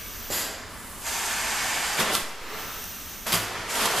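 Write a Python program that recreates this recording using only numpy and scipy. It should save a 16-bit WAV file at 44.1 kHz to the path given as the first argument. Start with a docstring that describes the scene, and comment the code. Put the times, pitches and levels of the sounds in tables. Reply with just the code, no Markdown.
"""Indoors at a table, a hand-held suction cup on a compressed-air ejector drops a plastic bag
and picks up another. Sealed on a bag it hisses thinly; to let go, a valve knocks and dumps the air;
with the cup open it rushes loudly. The second bag crinkles as it is gripped and lifted, sputters
free, booms on the table and is gripped again. The room rumbles underneath."""
import sys
import numpy as np
from scipy import signal
from scipy.fft import rfft, irfft
from scipy.io import wavfile
from scipy.ndimage import uniform_filter1d

SR = 44100
rng = np.random.default_rng(int(sys.argv[2]) if len(sys.argv) > 2 else 0)


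def digitize_waveform(pressure):
    """Quantize a signal to 16-bit integers and store it at the path in sys.argv[1].

    Rows of a 2-D input are taken as channels; values are limited to [-1, 1].
    """
    field = np.atleast_2d(pressure).T
    bounded = np.clip(field, -1, 1)
    quanta = np.round(bounded * 32767).astype(np.int16)
    wavfile.write(sys.argv[1], SR, quanta)


N = 176400
T = np.arange(N) / SR
HZ, FULL_HZ = np.fft.rfftfreq(512, 1 / SR), np.fft.rfftfreq(N, 1 / SR)
FRAME_S = np.arange(N // 128 + 5) * 128 / SR
BASS_LIKENESS, VENT_WIDE_HZ = .96, 61400  # stereo image, see likeness()
THUD_ATTACK_S = .006

def amp(db):
    """Decibels to gain."""
    return 10 ** (np.asarray(db) / 20)

def unit(x):
    """Scales to rms 1."""
    return x / np.sqrt(np.mean(x ** 2) + 1e-20)

def read(points, hz):
    """Reads a curve on a log-frequency axis."""
    f, value = np.transpose(points)
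    return np.interp(np.log(hz + 1), np.log(f + 1), value)

def fader(points):
    """Gain over time from a level curve."""
    return amp(np.interp(T, *np.transpose(points)))

def colour(x, eq):
    """Filters a sound by an EQ curve."""
    return irfft(rfft(x) * amp(read(eq, FULL_HZ)), N)

def bell(hz, width):
    """EQ bell of height 1, its width taken at half height."""
    return np.exp(-np.log(16) * ((HZ - hz) / width) ** 2)

def likeness(hz, wide_hz):
    """Left-right correlation, halved at wide_hz: scattered treble differs between the ears."""
    return BASS_LIKENESS / (1 + (hz / wide_hz) ** 2.03)

def pair(z, same):
    """Mixes two unrelated signals, as mid and side, into left and right."""
    mid, side = np.sqrt((1 + same) / 2) * z[0], np.sqrt((1 - same) / 2) * z[1]
    return np.array([mid + side, mid - side])

def noise(eq, same=BASS_LIKENESS):
    """Steady coloured stereo noise at rms 1."""
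    return unit(colour(pair(rng.standard_normal((2, N)), same), eq))

def jet(eq, wide_hz, peaks=(), sweep_db=0):
    """Turbulent air through resonant passages, rippled by slowly shifting reflections."""
    a, b, c, d, ripple, flutter = rng.standard_normal((6, len(FRAME_S), len(HZ)))
    shape_db = read(eq, HZ) + sum(db * bell(hz, width) for hz, width, db in peaks)
    ripple_db = 2 * unit(uniform_filter1d(ripple, size=240, axis=0))
    flutter = uniform_filter1d(flutter, size=6, axis=0)
    flutter_db = .5 * unit(uniform_filter1d(flutter, size=60, axis=1))
    turbulence = pair([a + 1j * b, c + 1j * d], likeness(HZ, wide_hz))
    air = turbulence * amp(shape_db + ripple_db + flutter_db)
    frames = np.array([air, air * amp(sweep_db)])
    _, waves = signal.istft(frames, nperseg=512, noverlap=384, time_axis=-2, freq_axis=-1)
    steady, swept = waves[..., :N]
    return swept / np.std(steady)

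# Room tone: fader (t/s, level/dB) and EQ (f/Hz, level/dB)
RUMBLE_FADER = [(0, -45.5), (2.2, -48), (2.25, -62), (2.45, -54), (2.56, -47), (4, -48)]
RUMBLE_EQ = [(12, -31), (20, 0), (102, -5.5), (130, -21), (168, -10), (206, -12.5), (242, -7.5),
             (348, -21.5), (377, -14.5), (500, -19), (650, -25), (1100, -120)]
def room_rumble():
    """The room's low bed of noise."""
    return fader(RUMBLE_FADER) * noise(RUMBLE_EQ, same=.74)

# Thin hiss: fader (t/s, level/dB), EQ (f/Hz, level/dB), resonances (f/Hz, width/Hz, boost/dB)
SEALED_FADER = [(0, -37.5), (.3, -36.5), (.34, -75), (2.2, -68), (2.4, -57), (2.58, -38.5), (2.85, -35),
                (3.12, -37), (3.26, -38.5), (3.31, -73)]
SEALED_EQ = [(150, 0), (900, -12), (2000, -6), (2700, -2), (4600, -7), (7000, -6.5), (9800, -9.5),
             (12000, -8.5), (13200, 2.5), (14800, 0)]
SEALED_BELLS = [(6020, 1070, 7), (8400, 400, 3)]
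def sealed_hiss():
    """The ejector hisses thinly while a bag seals the cup."""
    return fader(SEALED_FADER) * jet(SEALED_EQ, wide_hz=31400, peaks=SEALED_BELLS)

# Valve cues (t/s, hiss level/dB, knock level/dB, resonance scale, opening/s, hold/s)
VALVE_CUES = [(0.302, -27, -20, 1.13, 0.051, 0.088), (3.265, -30, -34, .4, .003, 0.12)]
# Exhaust: EQ (f/Hz, level/dB), resonances (f/Hz, width/Hz, unscaled boost/dB), fade (f/Hz, dB/s)
VENT_EQ = [(120, -8), (600, 0.5), (1100, -3.5), (2600, -3.5), (6000, -5), (8500, -8.5), (10000, -8.5),
           (13500, -7), (15000, -23.5)]
VENT_BELLS = [(1680, 300, 4), (3400, 600, 0.5), (4060, 270, 0), (4850, 440, 5), (7290, 1140, 7.5),
              (11160, 590, 8.5), (11850, 570, 11), (12800, 350, 6), (14700, 680, 11)]
VENT_FADE = [(300, 45), (1700, 39.5), (3600, 69), (4900, 57), (6000, 70), (7500, 74), (12000, 116),
             (15000, 147)]
# Ring after the knock (f/Hz, level/dB)
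KNOCK_RING_EQ = [(60, -21), (150, -8), (250, -11), (380, 2.5), (530, -7), (720, -0.5), (1000, -20),
                 (4000, -50)]
def valve_release(start, hiss_db, knock_db, resonance, opening_s, hold_s):
    """The valve knocks, then dumps air that darkens as the pressure runs out."""
    knock_hz, knock_s, ring_t60 = 470, .00079, .14
    age = np.maximum(T - start, 0)
    fade_db = -np.maximum(FRAME_S - start - hold_s, 0)[:, None] * read(VENT_FADE, HZ)
    peaks = [(hz, width, resonance * db) for hz, width, db in VENT_BELLS]
    flow = np.minimum(.43 + age / opening_s, 1)  # part of the flow escapes at once
    hiss = flow * jet(VENT_EQ, VENT_WIDE_HZ, peaks, fade_db)
    from_centre = T - start - 2 * knock_s
    knock = np.sin(2 * np.pi * knock_hz * from_centre) * np.exp(-.5 * (from_centre / knock_s) ** 2)
    ring = amp(-9 - 60 * age / ring_t60) * noise(KNOCK_RING_EQ)
    return (T > start) * (amp(hiss_db) * hiss + amp(knock_db) * ring) + amp(knock_db) * knock

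# Leak: fader (t/s, level/dB) and EQ (f/Hz, level/dB)
LEAK_FADER = [(.55, -74), (.72, -47), (.85, -43), (1.02, -41), (1.1, -60)]
LEAK_EQ = [(200, 10), (800, -3), (1300, 4), (2100, -9), (3500, -7), (5500, -2), (7500, 4), (10800, 5),
           (15000, -1.5)]
def idle_leak():
    """Air seeps out faintly while the supply idles."""
    return fader(LEAK_FADER) * jet(LEAK_EQ, wide_hz=11100)

# Treble shelf as the exhaust turns away (t/s, level/dB)
EXHAUST_SHELF = [(1.0, 13), (1.08, 3.5), (1.35, -1.5), (1.6, -4.2), (1.95, -5.5), (3.6, 8.5), (4, -7.5)]
# Echo off the table, sooner as the tool is lowered (t/s, delay/s)
TABLE_DELAY = [(1.0, 0.0017), (1.4, 0.0014), (1.75, 0.0015), (2.0, 0.00037), (3.6, .0011), (3.85, .0008)]
# Hollow ring in the open cup (t/s, boost/dB)
CUP_BOOST = [(1.2, 3.5), (1.32, 7.5), (1.58, 5.5), (1.7, 1.5)]
def tool_motion():
    """Moving EQ in dB as the hand carries the tool: its aim, the table's echo, the cup's ring."""
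    def follow(points):
        return np.interp(FRAME_S, *np.transpose(points))[:, None]
    treble_hz, comb_db = 6000, -.25
    shelf = follow(EXHAUST_SHELF) * HZ ** 2 / (HZ ** 2 + treble_hz ** 2)
    comb = comb_db * np.cos(2 * np.pi * HZ * follow(TABLE_DELAY)) * np.exp(-HZ / treble_hz)
    return shelf + comb + follow(CUP_BOOST) * bell(hz=1600, width=190)

# Open rush, ahead of the moving EQ: fader (t/s, level/dB), EQ (f/Hz, level/dB),
# resonances (f/Hz, width/Hz, boost/dB)
OPEN_FADER = [(.97, -79), (1.02, -47.5), (1.07, -31), (1.3, -28.5), (1.7, -26.5), (1.97, -27), (2.16, -35),
              (2.24, -40.5), (2.38, -50.5), (3.66, -66), (3.7, -34), (3.8, -33.5), (4, -31.5)]
OPEN_EQ = [(150, -15.5), (480, -10), (780, -1), (1200, -2.5), (1650, -2), (2500, -2.5), (4000, -8.5),
           (6000, -5.5), (8500, -5.5), (10000, -11), (13000, -10), (15000, -49)]
OPEN_BELLS = [(1300, 210, 0.83), (2440, 260, 1), (3080, 450, 1.8), (4800, 670, 3.3), (7040, 790, 1.7)]
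def open_rush():
    """Air rushes into the open cup, loud and broad."""
    return fader(OPEN_FADER) * jet(OPEN_EQ, wide_hz=16000, peaks=OPEN_BELLS, sweep_db=tool_motion())

# Air over the film: fader (t/s, level/dB) and EQ (f/Hz, level/dB)
FILM_FADER = [(1.95, -45), (1.99, -25), (2.03, -27.5), (2.06, -29), (2.11, -27.5), (2.2, -34.5),
              (2.26, -37.5), (2.39, -41), (2.57, -35.5), (2.75, -40.5), (2.95, -46), (3.255, -47),
              (3.268, -31), (3.42, -34.5), (3.5, -36.5), (3.58, -33.5), (3.68, -35.5), (3.83, -26),
              (3.92, -29), (4, -28.5)]
FILM_EQ = [(150, -8), (300, -3.5), (600, 0.5), (1200, 2), (2000, 0), (3000, -3.5), (4200, -7.5), (4900, -8),
           (7000, -12.5), (10000, -18), (13000, -17), (15000, -76)]
def film_rush():
    """Air drawn past the bag's film makes a dull rush."""
    return fader(FILM_FADER) * jet(FILM_EQ, wide_hz=8650)

# Plastic film: crumples (peak t/s, level/dB, attack/s, decay/s),
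# snaps (t/s, level/dB before halving), EQ for both (f/Hz, level/dB)
CRUMPLE_CUES = [(2.003, -21.5, 0.011, 0.02), (2.149, -23, 0.029, 0.045), (3.755, -29, 0.0032, 0.04),
                (3.82, -27.5, 0.061, 0.08), (3.858, -21, 0.0048, 0.011), (3.912, -30, .002, 0.0091),
                (3.985, -26, 0.039, 0.054)]
SNAP_CUES = [(1.9717, -22), (2.152, -6), (2.841, -22), (3.28, -13), (3.856, -26), (3.912, -23)]
CRINKLE_EQ = [(100, -11), (170, 2), (235, 1), (350, -1.5), (700, 0.5), (1150, 3), (2200, -6.5), (3300, 1),
              (6000, -3), (9000, -2.5), (13000, -2), (15000, -37)]
def bag_crinkle():
    """The film buckles in swarms of tiny clicks, with a few sharp snaps."""
    grains_per_s, spread_db, snap_s = 8000, 3, .001
    power = sum(amp(2 * db) * np.exp(-2 * np.maximum((peak - T) / attack, (T - peak) / decay))
                for peak, db, attack, decay in CRUMPLE_CUES)
    sizes = amp(spread_db * np.minimum(rng.exponential(1, (2, N)), 4))
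    grains = sizes * rng.choice([-1, 1], (2, N)) * (rng.random(N) < grains_per_s / SR)
    grains = irfft(pair(rfft(grains), likeness(FULL_HZ, wide_hz=7500)), N)
    snaps = sum(amp(db) * (T > start) * np.exp(-abs(T - start) / snap_s) for start, db in SNAP_CUES)
    return np.sqrt(power) * unit(colour(grains, CRINKLE_EQ)) + .5 * snaps * noise(CRINKLE_EQ)

# Cup meeting the bag: cues (t/s, level/dB) and EQ (f/Hz, level/dB)
PRESS_CUES = [(2.005, -29.5), (3.81, -36)]
PRESS_EQ = [(60, -30), (150, -19), (225, 5.5), (330, -14), (480, -4), (1000, -25), (3000, -50)]
def cup_press(start, db, decay_s=.04):
    """The bag's filling gives under the cup with a soft thump."""
    age = np.maximum(T - start, 0)
    return amp(db) * np.minimum(age / THUD_ATTACK_S, 1) * np.exp(-age / decay_s) * noise(PRESS_EQ)

def low_bumps(times_s=(2.222, 2.413), decay_s=.16):
    """Two faint, very low bumps, like a microphone briefly overloading."""
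    first, second = ((T > start) * np.exp(-abs(T - start) / decay_s) for start in times_s)
    return amp(-33.5) * signal.sosfilt(signal.butter(1, 35, fs=SR, output="sos"), second - first)

# Blast as the bag tears free: cue (t/s, level/dB, hold/s, decay/s), EQ (f/Hz, level/dB),
# resonances (f/Hz, width/Hz, boost/dB)
BLOW_OFF_CUES = [(3.3206, -20.5, .025, 0.024)]
BLOW_OFF_EQ = [(100, -10), (230, 0), (700, -1.5), (1200, 0), (2200, -1.5), (6000, -6), (9000, -6),
               (13000, -6), (15000, -7.5)]
BLOW_OFF_BELLS = [(1180, 140, 7), (3040, 440, 7), (4860, 510, 8.5), (11900, 700, 7)]
def blow_off(start, db, hold_s, decay_s):
    """The film flaps in the escaping air and chops it into a rough burst."""
    sputter_db, sputter_hz = 3, 700
    lowpass = signal.butter(2, sputter_hz, fs=SR, output="sos")
    flap = unit(signal.sosfilt(lowpass, rng.standard_normal(N)))
    envelope = (T > start) * np.exp(-np.maximum(T - start - hold_s, 0) / decay_s)
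    blast = jet(BLOW_OFF_EQ, VENT_WIDE_HZ, BLOW_OFF_BELLS)
    return amp(db) * envelope * unit(amp(sputter_db * flap) * blast)

# The full bag lands and settles (t/s, level/dB); the table's modes (f/Hz, level/dB, t60/s)
LANDING_CUES = [(3.325, -33), (3.568, -48.5)]
BOOM_MODES = [(107.4, 1, 0.72), (171, 5.5, 0.29), (215, -16, 0.14)]
def bag_landing(start, db):
    """The table booms under the dropped bag."""
    age = np.maximum(T - start, 0)
    ring = sum(amp(mode_db - 60 * age / t60) * np.sin(2 * np.pi * hz * age)
               for hz, mode_db, t60 in BOOM_MODES)
    return amp(db) * np.minimum(age / THUD_ATTACK_S, 1) * ring

def reflections(x, wet_db=-10, t60=.32, echoes_per_s=2000):
    """Table and walls add a short spray of echoes."""
    t = T[:SR // 4]
    taps = rng.standard_normal(len(t)) * (rng.random(len(t)) < echoes_per_s / SR)
    taps *= (t > .003) * amp(-60 * t / t60)  # pre-delay, then decay
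    return x + amp(wet_db) * signal.fftconvolve(x, taps[None] / np.linalg.norm(taps), axes=1)[:, :N]

def scene():
    """The mix: air and crinkle with echoes, thuds and room tone dry."""
    air = sealed_hiss() + open_rush() + idle_leak() + film_rush()
    air += sum(valve_release(*cue) for cue in VALVE_CUES)
    air += sum(blow_off(*cue) for cue in BLOW_OFF_CUES)
    thuds = sum(cup_press(*cue) for cue in PRESS_CUES) + low_bumps()
    thuds += sum(bag_landing(*cue) for cue in LANDING_CUES)
    return reflections(air + bag_crinkle()) + thuds + room_rumble()

def record(dry):
    """The master: a slight pan to the right, then a steep high cut."""
    pan_db, cutoff_hz = .65, 15200
    panned = dry * amp([[-pan_db / 2], [pan_db / 2]])
    high_cut = signal.firwin(511, cutoff_hz, window=("kaiser", 9), fs=SR)
    return signal.oaconvolve(panned, high_cut[None], "same")

dry = scene()
out = record(dry)
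digitize_waveform(out)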